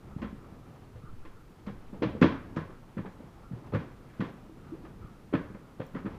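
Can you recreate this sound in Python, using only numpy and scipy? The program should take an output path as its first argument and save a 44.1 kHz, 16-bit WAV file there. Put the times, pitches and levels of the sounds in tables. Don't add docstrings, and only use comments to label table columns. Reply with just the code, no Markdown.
import sys
import numpy as np
from scipy import signal
from scipy.fft import rfft, irfft
from scipy.io import wavfile

SR = 44100
rng = np.random.default_rng(int(sys.argv[2]) if len(sys.argv) > 2 else 0)


def convert_level_to_amplitude(level_db):
    exponent = np.asarray(level_db, float) / 20
    return 10 ** exponent


def wav_out(sig):
    wavfile.write(sys.argv[1], SR, np.round(np.clip(np.atleast_2d(sig).T, -1, 1) * 32767).astype(np.int16))


N = 272529


def rms_one(x):
    return x / np.sqrt(np.mean(x ** 2) + 1e-20)


def at_hz(points, hz):
    table_hz, value = np.transpose(points)
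    return np.interp(np.log(hz), np.log(table_hz), value)


def noise():
    return rng.standard_normal(N)


def band(x, low_hz, high_hz):
    sos = signal.butter(2, [low_hz, min(high_hz, 0.45 * SR)], "band", fs=SR, output="sos")
    return signal.sosfilt(sos, x)


def drift(rate_hz):
    r = np.exp(-80 * np.pi * rate_hz / SR)
    slow = signal.lfilter([1], [1, -2 * r, r * r], rng.standard_normal(N // 40 + 2002))[2000:]
    return np.interp(np.arange(N) / 40, np.arange(len(slow)), rms_one(slow))


def ring(x, hz, t60_s):
    r, w = convert_level_to_amplitude(-60 / (t60_s * SR)), 2 * np.pi * hz / SR
    return signal.lfilter([0, np.sin(w)], [1, -2 * r * np.cos(w), r * r], x + 1e-18)


def coloured(spectrum):
    hz = np.maximum(np.arange(N // 2 + 1) * SR / N, 1)
    return rms_one(irfft(rfft(noise()) * convert_level_to_amplitude(at_hz(spectrum, hz)), N))


def add(out, start_s, piece):
    at = round(start_s * SR)
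    out[at:at + len(piece)] += piece[:N - at]


def strokes(rows):
    t = np.arange(N) / SR
    return sum(convert_level_to_amplitude(db) * np.clip(1 - abs(t - middle) / half, 0, 1) for middle, half, db in rows)


# (start_s, peak_db, boom_hz, boom_t60_s, overtone_db)
LANDINGS = [(0.162, -25.5, 152, 0.025, -16), (0.218, -30, 237, 0.063, -19), (1.671, -27.5, 201, 0.1, -21),
            (1.928, -32.5, 195, 0.089, -7.5), (2.02, -17.5, 268, 0.015, -12),
            (2.149, -28, 216, 0.075, -1.5), (2.216, -6, 224.5, .053, -11.5), (2.566, -22, 159, 0.019, -4),
            (2.968, -26, 188.5, 0.18, -12), (3.049, -35, 390, 0.037, -5), (3.203, -35.5, 250, 0.032, -15),
            (3.511, -29, 161, .083, -37), (3.735, -24, 206, 0.023, 0.5), (3.758, -27, 132, 0.063, 3.5),
            (4.194, -23.5, 131, 0.017, -0.5), (5.326, -28, 368.5, 0.13, -21), (5.409, -33, 230, .04, -7),
            (5.499, -37, 190, 0.08, -2.5), (5.797, -26.5, 141, 0.047, -5), (5.953, -24, 244, 0.038, -11),
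            (6.047, -25, 205, 0.052, -29)]
# (start_s, peak_db, boom_hz, boom_t60_s)
REBOUNDS = [(0.227, -26, 250, 0.023), (0.244, -26.5, 212, 0.073), (2.032, -23, 312, 0.12),
            (2.054, -20, 153, 0.028), (2.07, -23.5, 177, 0.018), (2.227, -4.5, 193, 0.027),
            (2.243, -9, 295, 0.04), (2.264, -19.5, 241, 0.068), (2.579, -22, 168, 0.046),
            (2.981, -24, 164, 0.066), (2.99, -23, 175, 0.022), (3.061, -32.5, 184, 0.091),
            (3.532, -24.5, 133, 0.055), (3.744, -17.5, 112, 0.07), (4.204, -21, 178.7, 0.079),
            (4.222, -22, 267, 0.038), (5.338, -12.5, 283, 0.035), (5.347, -17, 163, 0.038),
            (5.963, -28, 175, 0.072), (6.058, -24.5, 257, .054), (6.067, -22, 179, 0.013)]
# (start_s, peak_db, boom_hz)
SHIFTS = [(0.196, -44, 172), (0.327, -32, 210), (0.382, -39, 122), (0.522, -38, 180), (0.608, -40.5, 117),
          (0.692, -43, 91), (0.818, -39, 91.5), (0.952, -35.5, 91), (1.036, -36, 136), (1.134, -38, 90.5),
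          (1.25, -42.5, 305), (1.348, -45, 92), (1.7, -35, 121), (3.24, -39, 140), (4.52, -44, 296),
          (4.57, -43, 260), (2.697, -39, 367), (3.724, -30.5, 106), (4.338, -39, 202), (4.495, -41.5, 320),
          (5.005, -36, 86), (5.045, -36, 127), (5.546, -32.5, 191), (5.942, -31, 167)]
# (start_s, peak_db, boom_hz)
RIM = [
    (1.669, -44, 472),
    (1.681, -43, 444),
    (2.566, -31, 510),
    (3.725, -31, 472),
    (5.797, -27, 277),
    (5.803, -27.5, 518),
    (5.811, -41, 446),
]


def thumps():
    out, t = np.zeros(N), np.arange(SR // 5) / SR
    booms = list(LANDINGS)
    booms += [(*row, -21) for row in REBOUNDS]
    booms += [(*row, 0.05, -16) for row in SHIFTS]
    booms += [(*row, 0.049, -37) for row in RIM]
    for start_s, peak_db, hz, t60_s, over_db in booms:
        push = np.sin(np.pi * np.clip(t * hz * 2.22, 0, 1)) ** 2
        boom = -ring(np.diff(push, prepend=0), hz, np.clip(t60_s, 0.01, 0.3))
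        over_hz = hz * (1.83 + 0.42 * rng.random())
        over = ring(np.diff(push ** 3, prepend=0), over_hz, 0.032)
        thump = boom / abs(boom).max() + convert_level_to_amplitude(over_db) * over / abs(over).max()
        add(out, start_s, convert_level_to_amplitude(peak_db - 2) * thump)
    return out


def colours(x):
    dull = signal.sosfilt(signal.butter(3, 4500, fs=SR, output="sos"), x[:3])
    snap = band(x[3], 3000, 6500) + convert_level_to_amplitude(-17) * band(x[3], 7500, 16000)
    return band(dull[0], 437, 644), band(dull[1], 807, 1850), band(dull[2], 1000, 3250), snap


# (start_s, peak_db, sharpness_db, hollow_knock_db, snap_db)
SLAPS = [(0.216, -37.5, -7, 4, -17), (1.25, -45, -8, 1, -16), (1.664, -45.5, -2, 8, -12),
         (2.022, -37.5, 8, 17.5, -24), (2.213, -26, -3.5, 9, -11.5), (2.561, -36.5, -11, -2, -12),
         (2.569, -31.5, -17, 1, -25), (2.968, -45.5, -10, 12, -28), (3.055, -41, -16, 3, -34),
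         (3.72, -43.5, -24, 13.5, -31), (3.745, -28, -26, 4.5, -22.5), (4.202, -31.5, -8, 3, -17),
         (4.209, -32.5, -13, -3, -23), (4.848, -46.5, -9, 5, -28), (5.326, -39.5, -21, -4, -34),
         (5.334, -28, -11.5, 2.5, -26), (5.798, -40, -7, 2, -32), (5.946, -36.5, -28, 4, -23),
         (6.053, -42, -15, -18, -32)]
# (start_s, peak_db, hollow_knock_db)
TAPS = [
    (0.531, -59, 11),
    (0.956, -56, 14.5),
    (1.93, -51.5, 15),
    (2.149, -56, 8),
    (2.702, -50.5, 8),
    (3.201, -60, 16.5),
    (3.518, -51, 6),
    (4.738, -54, 8),
    (5.544, -46.5, 6),
]
# (start_s, peak_db, sharpness_db)
CHATTER = [(0.226, -39, -14), (0.241, -42.5, -16), (0.27, -48.5, -11), (1.676, -40.5, -27),
           (2.03, -30.5, -3.5), (2.223, -16, -5.5), (2.246, -34, -19), (2.6, -41, -22), (2.977, -38, -22),
           (3.734, -35.5, -4), (3.758, -36, -20), (3.8, -46, -7), (4.244, -40.5, -12), (5.348, -28.5, -24),
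           (5.37, -43, -13), (5.811, -42, -7), (5.961, -35.5, -30), (6.061, -37, -30)]
# (pitch_hz, level_db, t60_s)
WIRES = [(997, -0.5, 0.015), (1049, -16, 0.34), (1288, 3, 0.012), (1780, -17, 0.019), (2340, -20, 0.02),
         (3400, -23, 0.01)]


def slaps():
    # (start_s, peak_db, sharpness_db, length_s, hollow_knock_db, snap_db)
    touches = [(s, db, sharp, 0.011, knock, snap) for s, db, sharp, knock, snap in SLAPS]
    touches += [(s, db, -26, 0.013, knock, -29) for s, db, knock in TAPS]
    touches += [(*row, 0.0098, 0, -34.5) for row in CHATTER]
    near, far, t = np.zeros(N), np.zeros(N), np.arange(SR // 5) / SR
    clicks = np.tile(t == 0, (4, 1)) * 1.0
    smooth = [part / np.linalg.norm(part) for part in colours(clicks)]
    for start_s, peak_db, sharp_db, length_s, knock_db, snap_db in touches:
        swell = (1 - np.exp(-t / 0.0038)) * np.exp(-t / length_s)
        contact = rng.standard_normal((4, len(t))) * swell
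        wires = 0
        for hz, db, t60_s in WIRES:
            luck_db = 3 * rng.standard_normal()
            wires = wires + convert_level_to_amplitude(db + luck_db) * ring(contact[1], hz, min(t60_s, 0.3))
        levels = convert_level_to_amplitude(peak_db - 3 + np.array([knock_db - 1, 0, sharp_db, snap_db - 2.5, -7]))
        parts = [g * p / abs(p).max() for p, g in zip((*colours(contact), wires), levels)]
        add(near, start_s, sum(parts))
        even = sum(np.linalg.norm(part) * click for part, click in zip(parts, smooth))
        add(far, start_s + length_s, even)
    return near, far


# (pitch_hz, width_hz, added_share), a negative share makes a gap
TRAY = [(711, 350, -0.59), (1065, 147, 1), (2410, 130, 0.2), (3290, 97, 0.74)]


def tray(x):
    out = x
    for hz, width_hz, share in TRAY:
        r = np.exp(-np.pi * width_hz / SR)
        top = (1 - r * r) / 2 * np.array([1, 0, -1])
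        bottom = [1, -2 * r * np.cos(2 * np.pi * hz / SR), r * r]
        out = out + share * signal.lfilter(top, bottom, x)
    return out


def glides(rows):
    out = np.zeros(N)
    for start_s, length_s, start_hz, end_hz, peak_db in rows:
        u = np.arange(round(length_s * SR)) / (length_s * SR)
        phase = 2 * np.pi * np.cumsum(start_hz + (end_hz - start_hz) * u) / SR
        add(out, start_s, convert_level_to_amplitude(peak_db) * np.sin(np.pi * u ** 0.49) ** 2 * np.sin(phase))
    return out


# (start_s, length_s, start_hz, end_hz, peak_db)
CREAKS = [
    (4.717, 0.046, 264, 462, -34.5),
    (4.832, 0.037, 242, 457, -43),
]


def creaks():
    return glides(CREAKS)


# (start_s, peak_db)
TAG = [
    (5.851, -78),
    (5.865, -64),
    (5.872, -74),
    (5.935, -74),
]


def tag():
    click = np.zeros(N)
    for start_s, peak_db in TAG:
        click[round(start_s * SR)] = convert_level_to_amplitude(peak_db)
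    out = 8 * band(click, 4500, 15000)
    # (share, pitch_hz, t60_s)
    for share, hz, t60_s in [(1.1, 5700, 0.02), (0.6, 6300, 0.015), (0.6, 7300, 0.02),
                             (0.5, 12400, 0.012), (0.5, 14100, 0.015), (0.6, 14750, 0.09)]:
        out += share * ring(click, hz, t60_s)
    return out


def stirred():
    out, t = np.zeros(N), np.arange(SR) / SR
    for start_s, peak_db, *_ in LANDINGS:
        add(out, start_s, convert_level_to_amplitude(peak_db - 153 * t) * np.clip(t / 0.028, 0, 1))
    return out


# (time_s, level_db)
EFFORT = [(0.0, -56.5), (0.34, -52.5), (1.55, -60), (1.69, -61.5), (1.98, -52), (2.2, -43.5), (2.56, -51),
          (2.75, -56), (3.53, -56.5), (3.72, -49), (3.99, -55), (4.75, -51.5), (5.2, -54), (5.46, -53),
          (5.66, -55.5), (5.87, -58.5), (5.99, -54.5), (6.18, -51.5)]
# (pitch_hz, level_db)
RUB = [(260, -44.5), (450, -10.5), (817, -4.5), (1300, -10), (1650, -19.5), (2440, -20.5), (3060, -26),
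       (6000, -38.5), (7800, -63), (13200, -120)]
# (middle_s, half_length_s, level_db)
HEAVES = [(0.2, 0.21, -49), (0.6, 0.18, -61), (1.1, 0.27, -52.5), (1.72, 0.16, -48), (1.92, 0.09, -55),
          (2.15, 0.089, -55), (2.5, 0.24, -55), (3.1, 0.15, -61), (3.45, 0.34, -59), (3.96, 0.085, -62),
          (4.88, 0.088, -55), (5.05, 0.16, -52), (5.45, 0.13, -56), (6.15, 0.11, -50)]
# (middle_s, half_length_s, level_db)
BRUSHES = [(0.13, 0.093, -62.5), (0.443, 0.087, -61.5), (0.65, .06, -65.5), (1.08, 0.097, -59.5),
           (1.23, 0.052, -64), (1.38, .08, -62.5), (2.75, .1, -63), (3.466, .12, -64), (4.004, .12, -66),
           (4.68, 0.12, -64), (5.08, 0.17, -62), (5.63, 0.25, -66), (5.996, .1, -61)]
# (middle_s, half_length_s, level_db)
DRAGS = [
    (0.85, .1, -72),
    (4.15, 0.12, -63),
    (4.28, 0.17, -64),
    (4.65, 0.16, -65),
    (5.15, 0.13, -68.5),
]


def shuffle():
    stir = stirred()
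    effort_db = np.interp(np.arange(N) / SR, *np.transpose(EFFORT))
    effort_db = effort_db - effort_db.mean()
    lumps = drift(7.4)
    rumble_level = convert_level_to_amplitude(-66.5 + 0.86 * effort_db) + strokes(HEAVES)
    pats_level = convert_level_to_amplitude(-54 + effort_db) + convert_level_to_amplitude(-22) * stir
    rub_level = convert_level_to_amplitude(-64 + 0.42 * effort_db) + convert_level_to_amplitude(-31.5) * stir
    rumble = rms_one(band(noise(), 23, 82)) * rumble_level
    pats = rms_one(band(noise(), 70, 301) * convert_level_to_amplitude(2 * lumps)) * pats_level
    rub = rms_one(coloured(RUB) * convert_level_to_amplitude(lumps + 2.64 * drift(17))) * rub_level
    wire_hum = band(band(noise(), 1160, 1410), 1000, 1580)
    brushed = rms_one(wire_hum * convert_level_to_amplitude(2.3 * drift(11))) * strokes(BRUSHES)
    dragged = rms_one(band(noise(), 610, 2100) * convert_level_to_amplitude(3.6 * drift(20))) * strokes(DRAGS)
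    return rumble + pats + rub + brushed + dragged


# (pitch_hz, t60_s)
ROOM = [(80, 0.33), (210, 0.23), (560, 0.36), (1470, 0.52), (3000, 0.39), (6000, 0.32)]


def room(x):
    t = np.arange(SR) / SR
    white = rng.standard_normal((2, SR))
    edges_hz = 60 * 2 ** np.arange(0, 8.1, 0.5)
    tail = 0
    for k, (low, high) in enumerate(zip(edges_hz, edges_hz[1:])):
        fade = convert_level_to_amplitude(-60 * t / at_hz(ROOM, np.sqrt(low * high)))
        tail = tail + band(white[k % 2], low, high) * fade
    tail = tail * np.clip((t - 0.006) / 0.0023, 0, 1)
    return signal.fftconvolve(x, tail / np.sqrt(np.sum(tail ** 2)))[:N]


# (start_s, length_s, start_hz, end_hz, peak_db)
SWAY = [
    (1.06, 0.47, 4.7, 8, -39),
    (1.74, 0.46, 5, 7, -45),
]


def hand_sway():
    return glides(SWAY)


# (pitch_hz, level_db)
HUM = [(12, -33), (20, 13), (70, -7), (119, 3.5), (207, -6), (465, -8.5), (614, -19), (1230, -17),
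       (2150, -25), (10500, -38), (15500, -38.5)]
# (pitch_hz, half_width_hz, level_db)
WHINE = [(10670, 160, -88.5)]


def house():
    out = convert_level_to_amplitude(-54.5) * coloured(HUM)
    for hz, width_hz, db in WHINE:
        out = out + convert_level_to_amplitude(db) * rms_one(band(noise(), hz - width_hz, hz + width_hz))
    return out


def scene():
    small_panel = signal.butter(2, 70, "high", fs=SR, output="sos")
    low = signal.sosfilt(small_panel, thumps() + creaks())
    near, far = tray(np.array(slaps()))
    walls = room(convert_level_to_amplitude(-7.5) * low + convert_level_to_amplitude(-6) * far)
    return (low + near + tag() + walls + shuffle() + house() + hand_sway())[None]


def band_limit(x):
    return signal.sosfilt(signal.butter(12, 15660, fs=SR, output="sos"), x)


def record(dry):
    cut = signal.cheby2(12, 60, 16100, fs=SR, output="sos")
    mix = signal.sosfilt(cut, dry)
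    return band_limit(mix)


dry = scene()
out = record(dry)
wav_out(out)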